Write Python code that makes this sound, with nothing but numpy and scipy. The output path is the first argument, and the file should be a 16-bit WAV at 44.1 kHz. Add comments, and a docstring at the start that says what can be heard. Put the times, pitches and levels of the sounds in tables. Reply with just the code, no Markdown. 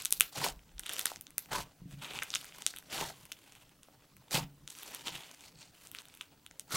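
"""Thick, airy slime worked by hand on a hard table in a small, quiet room, close to one microphone.
It opens under faint hiss and hum with squeezing fizz and a crowd of sharp pops, the loudest at 0.2 s.
From 0.33 s a hand peels off five times, the last near 6.7 s; squeezes and stray pops fill in between.
Pops are short rings, fizz is swarms of small ones; from 0.1 s pushes and knocks sound the table's modes.
Table top and walls return the slime as a bounce, echoes and a short tail."""
import sys
import numpy as np
from scipy import signal
from scipy.io import wavfile
from scipy.ndimage import uniform_filter1d

SR = 44100
rng = np.random.default_rng(int(sys.argv[2]) if len(sys.argv) > 2 else 0)


def wav_out(sig):
    """Save sig, one row per channel (or a flat mono array), as 16-bit PCM at SR to the path in sys.argv[1]."""
    wavfile.write(sys.argv[1], SR, np.round(np.clip(np.atleast_2d(sig).T, -1, 1) * 32767).astype(np.int16))


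N = 298116

# Quiet room and microphone, relative colour: (frequency [Hz], level [dB per Hz])
AIR_COLOUR = [(15, -66), (25, -3), (44, -3.5), (74, -4.5), (135, 0), (252, -7), (280, -0.5), (378, -18),
              (410, -11), (651, -14.5), (878, -36.5), (1280, -21.5), (14800, -24.5), (16500, -13)]
# Faint steady noise, opposite in left and right, relative colour: (frequency [Hz], level [dB per Hz])
OPPOSITE_COLOUR = [(30, 2), (2000, -11), (4000, -10), (16000, -5)]
# Squeezing and stretching: (start [s], length [s], fizz [dB]; then above the fizz:
# squelch [dB], small pockets [dB], tiny pockets [dB])
SQUEEZES = [(0, 0.0037, -51, -27, 2, -3), (.13, 0.0081, -85, -12, 11, -8),
            (0.87, 0.072, -49.5, -17, -1.5, -6), (.99, 0.017, -51.5, -11, 0, 5),
            (1.065, 0.055, -54, -17, 1.5, 1.5), (1.914, 0.018, -59, -20, -6.5, -2.5),
            (2.036, 0.067, -45.5, -14.5, -8.5, -9), (2.14, .04, -49, -9.5, -3.5, -5),
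            (2.228, 0.0084, -46.5, -33, -6.5, -8), (2.272, 0.34, -62, -16, -2.5, -2.5),
            (2.352, 0.0086, -53, -33, 8.5, 5), (2.498, 0.32, -67, -11.5, -16, 1.5),
            (2.674, 0.03, -69, -11, 19, 11), (3.16, 0.07, -65.5, -8, -8, 4),
            (3.328, 0.29, -65, -27, -8, -2), (4.7, 0.087, -75, -7, 8.5, 17.5),
            (4.8, 0.078, -57, -10, -1, 1.5), (4.92, 0.2, -56, -14, -2, -2),
            (5.073, 0.0079, -42.5, -11.5, -0.5, -5), (5.13, 0.049, -47, -15.5, -9, -5),
            (5.24, .04, -56.5, -17.5, -4, -4), (5.31, .09, -63.5, -18, -4, -1),
            (5.439, 0.02, -62, -14, 3, 1.5), (5.609, 0.01, -56, -18, 4.5, -8),
            (5.752, 0.015, -68, -25, -9, 1.5), (5.82, 0.027, -63, -15, -6, 6),
            (5.968, 0.0059, -54, -14, -3, -1.5), (6.098, 0.15, -66.5, -31, -2, -3)]
# A hand peels off the slime, one curve a peel: (time [s], fizz [dB]; then above the fizz:
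# squelch [dB], wide pockets [dB], small and tiny pockets [dB])
PEELS = [
    [(.334, -63, -10, 0, 6), (.364, -46, -9.5, -1.5, -1.5), (.449, -37.5, -1.5, -2.2, 0.5),
     (.489, -46.5, -7.5, -0.31, 3), (.508, -51.5, -14, -2, -1), (.52, -66, -14, 0, 5)],
    [(1.5, -65.5, -4, 7, -3), (1.518, -41, -3, 8.5, -2.5), (1.556, -45, -4, 2, 0),
     (1.601, -48, 7.5, -8, 3.5), (1.628, -50, -32, -14, 0.5), (1.646, -61, -13, -4, -8)],
    [(2.87, -70, -8, 0, 0), (2.9, -56.5, -12, 0, -5), (2.928, -38.5, -16, -3.7, -2.5),
     (3.023, -43.5, 1, -0.77, 0.5), (3.063, -52.5, -8, -0.4, 1.5), (3.103, -57.5, 3, -0.27, 8),
     (3.138, -68, -4, 0, 0)],
    [(4.3, -66.5, -6, -3, -4), (4.315, -56, -4.5, 3, 13), (4.355, -30, -11.5, -10, -2.5),
     (4.385, -39.5, -2.5, -3, 2), (4.41, -48.5, -13, 3, -1.5), (4.43, -51.5, -9, -4, -7)],
    [(6.695, -69, -5, 0, 0), (6.725, -45.5, -2.5, 0, 6), (6.76, -37, -10.5, 0, 2.5)],
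]
# The hollow under the hand, one value a peel: (resonance [Hz])
PEEL_HOLLOWS_HZ = [797, 880, 807, 730, 1280]
# Pocket sizes, rows wide, middle, small, tiny:
# (lowest [Hz], highest [Hz], ring until 30 dB down [cycles], bursts [per s], trim [dB])
POCKETS = [(1243, 2000, 5.9, 540, -6.5), (2300, 3230, 4.4, 800, -5), (4500, 8070, 10, 1400, -4),
           (7850, 11600, 1.4, 5100, -3)]
# Clear pops, levels at the slime: (time [s], snap [dB], snap pitch [Hz], ring [dB], ring pitch [Hz])
POPS = [(0.021, -26.5, 8240, -55, 3340), (0.023, -25, 10900, -47, 3570), (0.0505, -11, 10730, -61, 3360),
        (0.0564, -11, 7500, -28, 4070), (0.067, -35, 9300, -46, 3140), (0.1077, -16.5, 10500, -46, 2170),
        (0.121, -28, 8700, -48, 3530), (0.1253, -1.5, 10000, -44, 3470), (0.1768, -30, 11300, -68, 3360),
        (0.1995, -13, 12240, -53, 3360), (0.208, 1.5, 9760, -10.5, 2900), (0.4423, -26, 7100, -23.5, 2760),
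        (0.4454, -15, 11100, -37.5, 3140), (0.4641, -34, 9100, -23, 860), (0.4859, -24.5, 7400, -54, 880),
        (0.593, -53, 6000, -49.5, 2600), (0.693, -59, 6000, -55, 3000), (0.7819, -42, 5350, -44, 3900),
        (0.795, -18.5, 9300, -45, 3530), (0.7977, -33, 8000, -36, 1650), (0.8353, -36, 8400, -39, 3350),
        (0.8612, -30, 8000, -33, 3000), (0.8648, -25, 8600, -31.5, 3430),
        (0.8942, -20.5, 9100, -27.5, 3260), (0.8993, -29, 7000, -31, 1580), (0.9253, -28, 12300, -48, 3400),
        (0.9298, -29, 10300, -37, 3970), (0.9348, -18.5, 10400, -43, 3040), (0.9388, -26, 10500, -44, 3530),
        (0.966, -29, 6500, -33, 3000), (0.9838, -27, 8000, -34, 1790), (0.9933, -18.5, 8060, -26, 3640),
        (0.9948, -14, 11600, -34, 2070), (1.0038, -31, 8200, -35, 4600), (1.0127, -23, 6450, -36, 2100),
        (1.023, -30, 10500, -43, 3230), (1.0548, -24, 12400, -29, 3420), (1.0572, -7, 9450, -20.5, 1740),
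        (1.0688, -46, 8700, -24, 4950), (1.1173, -33, 8100, -32.5, 790), (1.1601, -29.5, 6100, -38.5, 2200),
        (1.2111, -23, 11700, -49, 3500), (1.2685, -35.5, 6060, -43.5, 4000),
        (1.306, -35.5, 10000, -51, 2330), (1.3817, -8, 10600, -29.5, 2420),
        (1.459, -41.5, 8000, -47.5, 2500), (2.0228, -38, 10100, -41, 2330), (2.165, -44, 6700, -39, 2670),
        (2.172, -39, 6300, -35, 2900), (2.1892, -29, 7150, -26, 2770), (2.2222, -29, 7000, -22, 1780),
        (2.226, -28, 6900, -22.5, 1830), (2.2339, -20, 10600, -47, 1720), (2.3043, -23.5, 6200, -50, 3670),
        (2.3326, -46, 6800, -37, 3670), (2.3399, -47, 5960, -21.5, 3830), (2.351, -14, 7100, -36, 2130),
        (2.3564, -16.5, 6600, -20.5, 3200), (2.4126, -31, 10700, -41, 3280), (2.4283, -41, 8600, -41, 1320),
        (2.4446, -31, 8440, -36.5, 1700), (2.4545, -32, 12800, -48, 2890), (2.5234, -66, 5970, -42.5, 2520),
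        (2.5477, -43, 7100, -39, 1540), (2.585, -32.5, 11400, -40.5, 1150), (2.6215, -26, 7300, -36, 3340),
        (2.6651, -6.5, 7570, -23.5, 4100), (2.739, -72, 6300, -32, 1560), (2.763, -26.5, 10260, -38, 3350),
        (2.7715, -34, 9700, -37.5, 3550), (2.786, -24.5, 10500, -43, 3580), (2.8257, -44, 10200, -43, 1450),
        (3.2543, -33.5, 10200, -46.5, 2600), (3.3188, -25, 11000, -31.5, 2860),
        (3.3222, -26, 5940, -48, 3580), (3.5227, -38.5, 7050, -50, 3040), (3.5525, -41, 8540, -46.5, 2720),
        (3.6939, -46.5, 8300, -53.5, 3160), (3.8324, -37.5, 8040, -49.5, 3550),
        (3.8854, -60, 8100, -49.5, 680), (4.1676, -38.5, 11670, -50, 2130), (4.222, -61, 7000, -56.5, 765),
        (4.31, -27, 7200, -35, 1850), (4.677, -27, 6850, -36.5, 3870), (4.702, -30.5, 7750, -59, 3450),
        (4.7049, -28, 7600, -46, 4000), (4.7518, -37, 6300, -44.5, 3030), (4.7877, -30.5, 7740, -48, 3960),
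        (4.8325, -26, 12700, -39.5, 3400), (4.878, -35, 6800, -51, 3230), (4.909, -35, 11700, -56, 3320),
        (4.948, -20, 10200, -37.5, 3200), (5.0741, -30, 6800, -31, 3660), (5.082, -40, 5800, -26.5, 3400),
        (5.3141, -34.5, 7000, -41, 1340), (5.3466, -38, 7200, -48, 1980), (5.4081, -36.5, 7340, -51, 3920),
        (5.8717, -32, 8100, -59, 4090), (5.9157, -27, 12200, -46, 3530), (5.949, -29.5, 9900, -31.5, 2470),
        (5.987, -37, 5000, -36, 4250), (6.004, -39, 8760, -56, 3570), (6.0193, -39, 8600, -45, 1420),
        (6.0546, -38, 10900, -46, 3600), (6.0851, -38.5, 8200, -47, 1490), (6.1406, -39, 9600, -47.5, 3360),
        (6.1506, -37, 11500, -65, 1170), (6.1735, -37, 10500, -50, 3160), (6.2107, -36.5, 5300, -29, 3080),
        (6.2143, -31.5, 9400, -41, 1360), (6.464, -33.5, 8800, -39, 3330), (6.5117, -38, 6800, -43, 1960),
        (6.5965, -20.5, 8500, -46, 3600), (6.7078, -30.5, 10600, -37, 1440),]
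# First echoes, relative to the direct sound: (delay [s], level [dB])
ECHOES = [(.002, -25), (.0098, -19), (.0101, -23), (.0112, -29), (.0145, -27), (.022, -31)]
# Decay of the room's tail: (frequency [Hz], time to fall 60 dB [s])
ROOM_DECAY = [(300, 0.28), (1200, 0.26), (3500, 0.16), (9000, 0.064), (16000, 0.36)]
# Hands load the table: (start [s], length [s], hum of the table top [dB], rumble [dB])
PUSHES = [(.11, 0, -68, -66), (.2, 0, -61, -54), (.4, 0.056, -50.5, -71), (.52, 0.068, -63.5, -53),
          (.76, 0.02, -61, -55), (1.551, 0.068, -48.5, -56), (1.827, 0.0049, -57, -62.5),
          (1.933, 0.071, -55.5, -65.5), (2.14, 0.034, -54, -78), (2.28, 0.32, -70.5, -83),
          (5.57, 0.01, -59.5, -77), (2.923, 0.013, -57, -79), (3.02, 0.023, -50, -64),
          (4.36, 0.083, -48.5, -55), (4.63, 0.008, -63, -60), (5.12, 0.044, -58.5, -73),
          (6.75, 0.055, -51, -83)]
# Fingertips knock the table: (time [s], strength of the strike [dB])
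KNOCKS = [(0.379, -54.5), (1.52, -58), (1.818, -55), (1.857, -52), (1.936, -55), (3.008, -58), (3.056, -82),
          (4.345, -45), (6.741, -48)]
# Modes of the free table top: (frequency [Hz], relative level [dB], time to fall 60 dB [s])
TABLE_MODES = [(142.4, 5.5, 0.57), (165.7, 14.5, 0.12), (275.4, -3, 0.45), (374, -32, 0.13)]

AIR_DB, OPPOSITE_DB = -63.5, -75.5
HUM_HZ, HUM_WIDTH_HZ, HUM_DB = 286, 14, -78
FULL_HZ, SPARSE_DB = 15850, -35.5  # fizz and air are this much fainter above FULL_HZ

STEP_S = .001  # time step of the gesture curves
SQUEEZE_RISE_DB_S, SQUEEZE_FALL_DB_S = 413, 224.5
SQUEEZE_WIDE_DB = -6  # wide pockets in a squeeze, relative to its fizz
SQUEEZE_HOLLOW_HZ, HOLLOW_WANDER = 892, 0.16  # hollow outside the peels; RMS wander of log pitch
PEEL_EDGE_DB_S = 500  # how fast a peel swells from and sinks into silence
PEEL_EVENNESS = 0.31  # share of clumping and tearing that a peel's dense fizz loses
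AFTER_SNAP_DB, AFTER_RING_DB, AFTER_FALL_DB_S = -46.5, -49, 205  # dying fizz, relative to its pop
AFTER_SQUELCH_DB = -10.5  # squelch in that fizz, relative to its wide and middle pockets
REST_DB, REST_SQUELCH_DB, REST_TINY_DB = -76, -81, -83.5  # the lump settling on its own
HOLLOW_WIDTH_HZ = 337  # of each of the hollow's two resonances in series
WET_DB = 2.5  # large loose pockets beside the hollow

BODY_HZ, BODY_DB = 1352, -9.5  # the lump's dull thud, relative to each ring
BOUNCE_S, BOUNCE_DB = .00035, -11  # each pop comes back off the table top
PEAK_HZ, PEAK_WIDTH_HZ, PEAK_DB = 3730, 800, 4  # microphone's own resonance, added to the slime
NEAR_DB, NEAR_T60 = -18, 0.0047  # scatter off hands and slime [dB, s]
SHIFTS_PER_S = 3.96  # the hands keep changing that scatter
ROOM_DB = -14
PUSH_RISE_DB_S, PUSH_FALL_DB_S = 274, 257
RESTING_HUM_DB, RESTING_RUMBLE_DB = -78.5, -87.5
EDGE_HZ = 16800  # band limit of the recorder


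def amp(db):
    """Gain from decibels."""
    return 10 ** (np.asarray(db) / 20)


def evened(x):
    """Scales to an RMS of 1."""
    return x / np.sqrt(np.mean(x ** 2) + 1e-20)


def smoothed(x, size):
    """Two passes of a moving average."""
    return uniform_filter1d(uniform_filter1d(x, size), size)


def read(points, hz):
    """Reads a table of (Hz, value) along a logarithmic frequency axis."""
    f, value = np.transpose(points)
    return np.interp(np.log(hz + 1), np.log(f + 1), value)


def resonate(x, hz, width_hz):
    """Shifts the curve hz down to zero, smooths, and shifts back: a resonance of gain 1."""
    turn = np.exp(2j * np.pi * np.cumsum(hz * np.ones(N)) / SR)
    r = np.exp(-np.pi * width_hz / SR)
    return 2 * (turn * signal.lfilter([1 - r], [1, -r], x / turn)).real


def held(start, length, rise_db_s, fall_db_s):
    """dB of gestures (rows) over time: a steady rise, a hold at 0, a steady fall."""
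    t = np.arange(0, N / SR + STEP_S, STEP_S)
    start, end = np.c_[start], np.c_[start + length]
    return -rise_db_s * np.maximum(start - t, 0) - fall_db_s * np.maximum(t - end, 0)


def together(rows_db, rest_db):
    """Adds the power of all gestures to a resting level; gain, one value a sample."""
    power = (amp(rows_db) ** 2).sum(0) + amp(rest_db) ** 2
    return np.interp(np.arange(N) / SR / STEP_S, np.arange(len(power)), np.sqrt(power))


def air():
    """Steady hiss and hum of the room, drifting in patches, plus a faint noise of opposite sign left and right."""
    frames, hz = N // 256 + 5, np.fft.rfftfreq(1024, 1 / SR)
    a, b, c, d, patches = rng.standard_normal((frames, 513, 5)).T
    patches = uniform_filter1d(patches, 10, axis=0)  # over frequency
    patches = evened(uniform_filter1d(patches, 10, axis=1))  # over time
    colours_db = np.array([read(AIR_COLOUR, hz), read(OPPOSITE_COLOUR, hz)])[:, :, None]
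    spectra = np.array([a + 1j * b, c + 1j * d]) * amp(colours_db + 2.7 * patches)
    shared, opposite = signal.istft(spectra, nperseg=1024, noverlap=768)[1][:, :N]
    return amp(AIR_DB) * evened(shared) + amp(OPPOSITE_DB) * evened(opposite) * [[1], [-1]]


def duller(x):
    """Lowers the top of the treble for the soft, steady sounds."""
    gain = [1, 1, amp(SPARSE_DB), amp(SPARSE_DB)]
    taps = signal.firwin2(511, [0, FULL_HZ, FULL_HZ + 120, SR / 2], gain, fs=SR)
    return signal.oaconvolve(np.atleast_2d(x), taps[None], "same")


def hum():
    """A faint hum in the room: a narrow band of noise, heard as a tone that wavers."""
    return amp(HUM_DB) * evened(resonate(rng.standard_normal(N), HUM_HZ, HUM_WIDTH_HZ))


def kneading():
    """Gains of the squelch and of each pocket size, the pitch of the hollow, and how uneven the fizz is."""
    # rows of every layer: squelch, then wide, middle, small and tiny pockets
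    s, length, db, squelch_db, small_db, tiny_db = np.transpose(SQUEEZES)[:, :, None]
    shape = held(s[:, 0], length[:, 0], SQUEEZE_RISE_DB_S, SQUEEZE_FALL_DB_S) + db
    layers = [shape + np.array([squelch_db, 0 * db + SQUEEZE_WIDE_DB, 0 * db, small_db, tiny_db])]

    t = np.arange(shape.shape[1]) * STEP_S
    hollow_hz, uneven = SQUEEZE_HOLLOW_HZ * np.ones(len(t)), np.ones(len(t))
    for peel, hz in zip(PEELS, PEEL_HOLLOWS_HZ):
        s, db, squelch_db, wide_db, small_db = np.transpose(peel)
        columns = (squelch_db, wide_db, 0 * db, small_db, small_db)
        above = np.array([np.interp(t, s, column) for column in columns])
        edges = held(s[:1], s[-1] - s[0], PEEL_EDGE_DB_S, PEEL_EDGE_DB_S)
        layers.append((np.interp(t, s, db) + edges + above)[:, None])
        during = (t > s[0]) & (t < s[-1])
        hollow_hz[during], uneven[during] = hz, 1 - PEEL_EVENNESS

    # each pop sets off a dying fizz around it
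    s, snap_db, _, ring_db, _ = np.transpose(POPS)
    snap_db, ring_db = snap_db + AFTER_SNAP_DB, ring_db + AFTER_RING_DB
    after = np.array([ring_db + AFTER_SQUELCH_DB, ring_db, ring_db, snap_db, snap_db])[:, :, None]
    layers.append(after + held(s, 0 * s, 1e4, AFTER_FALL_DB_S))

    seconds = np.arange(N) / SR
    wander = evened(smoothed(rng.standard_normal(len(t)), 60))
    hollow_hz = np.interp(seconds, t, hollow_hz * np.exp(HOLLOW_WANDER * wander))
    rests_db = (REST_SQUELCH_DB, REST_DB, REST_DB, REST_DB, REST_TINY_DB)
    squelch, *pockets = map(together, np.concatenate(layers, axis=1), rests_db)
    return squelch, pockets, hollow_hz, np.interp(seconds, t, uneven)


def ring(hz, cycles, rise=0.25, size=512):
    """A bursting pocket: a sine that swells over about `rise` cycles, 30 dB down after `cycles`."""
    turns = np.arange(size) / SR * hz
    shape = (1 - np.exp(-turns / rise)) * np.exp(-np.log(1000) * turns / (2 * cycles))
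    return np.sin(2 * np.pi * turns) * shape / shape.max()


def bursts(per_s, spread_db):
    """Random bursts of either sign, most small, a few large if spread_db is above 0."""
    size = amp(spread_db * np.minimum(rng.exponential(1, N), 4.5)) * rng.choice([-1., 1.], N)
    return size * (rng.random(N) < per_s / SR)


def swarm(tears, low_hz, high_hz, cycles, per_s, count=6):
    """Pockets of nearby sizes burst at random, and all together at each tear."""
    total = np.zeros(N)
    for hz in np.geomspace(low_hz, high_hz, count):
        starts = evened(bursts(per_s / count, spread_db=3.5)) + 0.52 * tears
        total += signal.oaconvolve(starts, evened(ring(hz, cycles)))[:N]
    return evened(total)


def fizz():
    """Swarms of pockets in clumps; the large ones sound through the hollow between hand and slime."""
    squelch, pockets, hollow_hz, uneven = kneading()
    tears = uneven * evened(bursts(per_s=490, spread_db=0.0))
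    clumps_db = uneven * 2.9 * evened(smoothed(rng.standard_normal(N), 400))
    large = swarm(tears, low_hz=318, high_hz=1730, cycles=1.9, per_s=980)
    hollow = resonate(large, hollow_hz, HOLLOW_WIDTH_HZ)
    hollow = resonate(hollow, hollow_hz, HOLLOW_WIDTH_HZ)
    out = squelch * (evened(hollow) + amp(WET_DB) * large)
    for (*sizes, trim_db), gain in zip(POCKETS, pockets):
        out += gain * amp(trim_db) * swarm(tears, *sizes)
    return amp(clumps_db) * out


def pops():
    """Each pop: a bright snap of the skin, the ring of the pocket that it opens, and a thud of the lump."""
    out = np.zeros(N + 512)
    for s, snap_db, snap_hz, ring_db, ring_hz in POPS:
        snap = ring(snap_hz, cycles=2.22, rise=1.0)
        thud = amp(BODY_DB) * ring(BODY_HZ, cycles=4.8)
        pocket = ring(ring_hz, cycles=2.38, rise=0.5) - thud
        out[round(s * SR) - 3:][:512] += amp(snap_db) * snap + amp(ring_db) * pocket
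    bounce = np.roll(out, round(BOUNCE_S * SR))
    return out[:N] + amp(BOUNCE_DB) * bounce[:N]


def tail(start):
    """Sparse reflections of random sign, each band dying at its own speed; energy 1."""
    taps = np.zeros(SR // 2)
    at = np.arange(start, len(taps) - 8, 8)
    taps[at + rng.integers(0, 8, len(at))] = rng.choice([-1., 1.], len(at))
    taps *= np.clip(np.arange(len(taps)) / SR / .011, 0, 1)  # fills in once the walls answer
    hz, t, spectrum = signal.stft(taps, SR, nperseg=128)
    decay = amp(-60 * t / read(ROOM_DECAY, hz)[:, None])
    out = signal.istft(spectrum * decay, SR, nperseg=128)[1]
    return out / np.linalg.norm(out)


def room(x):
    """Direct sound, shifting near scatter, first echoes and tail."""
    walls = amp(ROOM_DB) * tail(start=130)
    walls[0] += 1  # direct sound
    for s, db in ECHOES:
        walls[round(s * SR)] += amp(db)

    # eight scatter patterns, crossfaded in turn
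    tap = np.arange(420)
    near = rng.standard_normal((8, 420)) * amp(-60 * tap / SR / NEAR_T60) * (tap >= 20)
    near *= amp(NEAR_DB) / np.linalg.norm(near, axis=1)[:, None]
    phase = (np.arange(N) / SR * SHIFTS_PER_S - np.c_[:8]) % 8
    share = np.sin(np.pi * phase / 2) * (phase < 2)
    scatter = signal.oaconvolve(x * share, near, axes=1).sum(0)[:N]
    return signal.oaconvolve(x, walls)[:N] + scatter


def table():
    """Pushes shake the table top's modes and a slow rumble; knocks strike the modes once."""
    s, length, hum_db, rumble_db = np.transpose(PUSHES)
    load_db = held(s, length, PUSH_RISE_DB_S, PUSH_FALL_DB_S)
    t = np.arange(SR // 2) / SR
    modes = sum(amp(db - 60 * t / t60) * np.sin(2 * np.pi * hz * t) for hz, db, t60 in TABLE_MODES)

    damped = modes * amp(-80 * t)  # resting hands damp it
    shaken = signal.oaconvolve(rng.standard_normal(N), damped)[:N]
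    strikes = np.zeros(N)
    for s, db in KNOCKS:
        strikes[round(s * SR)] = amp(db)
    struck = signal.oaconvolve(strikes, modes * (1 - np.exp(-t / 0.0014)))[:N]  # soft onset

    low_band = signal.butter(3, [26, 52], "bandpass", fs=SR, output="sos")
    rumble = signal.sosfilt(low_band, rng.standard_normal(N))
    table_hum = together(load_db + hum_db[:, None], RESTING_HUM_DB) * evened(shaken)
    return table_hum + struck + together(load_db + rumble_db[:, None], RESTING_RUMBLE_DB) * evened(rumble)


def scene():
    """The slime, coloured by the microphone and heard in the room, over table, hum and air."""
    slime = pops() + duller(fizz())[0]
    high_pass = signal.butter(2, 220, "high", fs=SR, output="sos")
    slime = signal.sosfilt(high_pass, slime)  # small pockets give no bass
    slime += amp(PEAK_DB) * resonate(slime, PEAK_HZ, PEAK_WIDTH_HZ)
    return room(slime) + table() + hum() + duller(air())


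def record(dry):
    """Peaks beyond the ceiling are clipped; then the band limit of the recorder."""
    clipped = np.clip(dry, -.88, .88)
    low_pass = signal.firwin(1023, EDGE_HZ, window=("kaiser", 12), fs=SR)
    return signal.oaconvolve(clipped, low_pass[None], "same")


dry = scene()
out = record(dry)
wav_out(out)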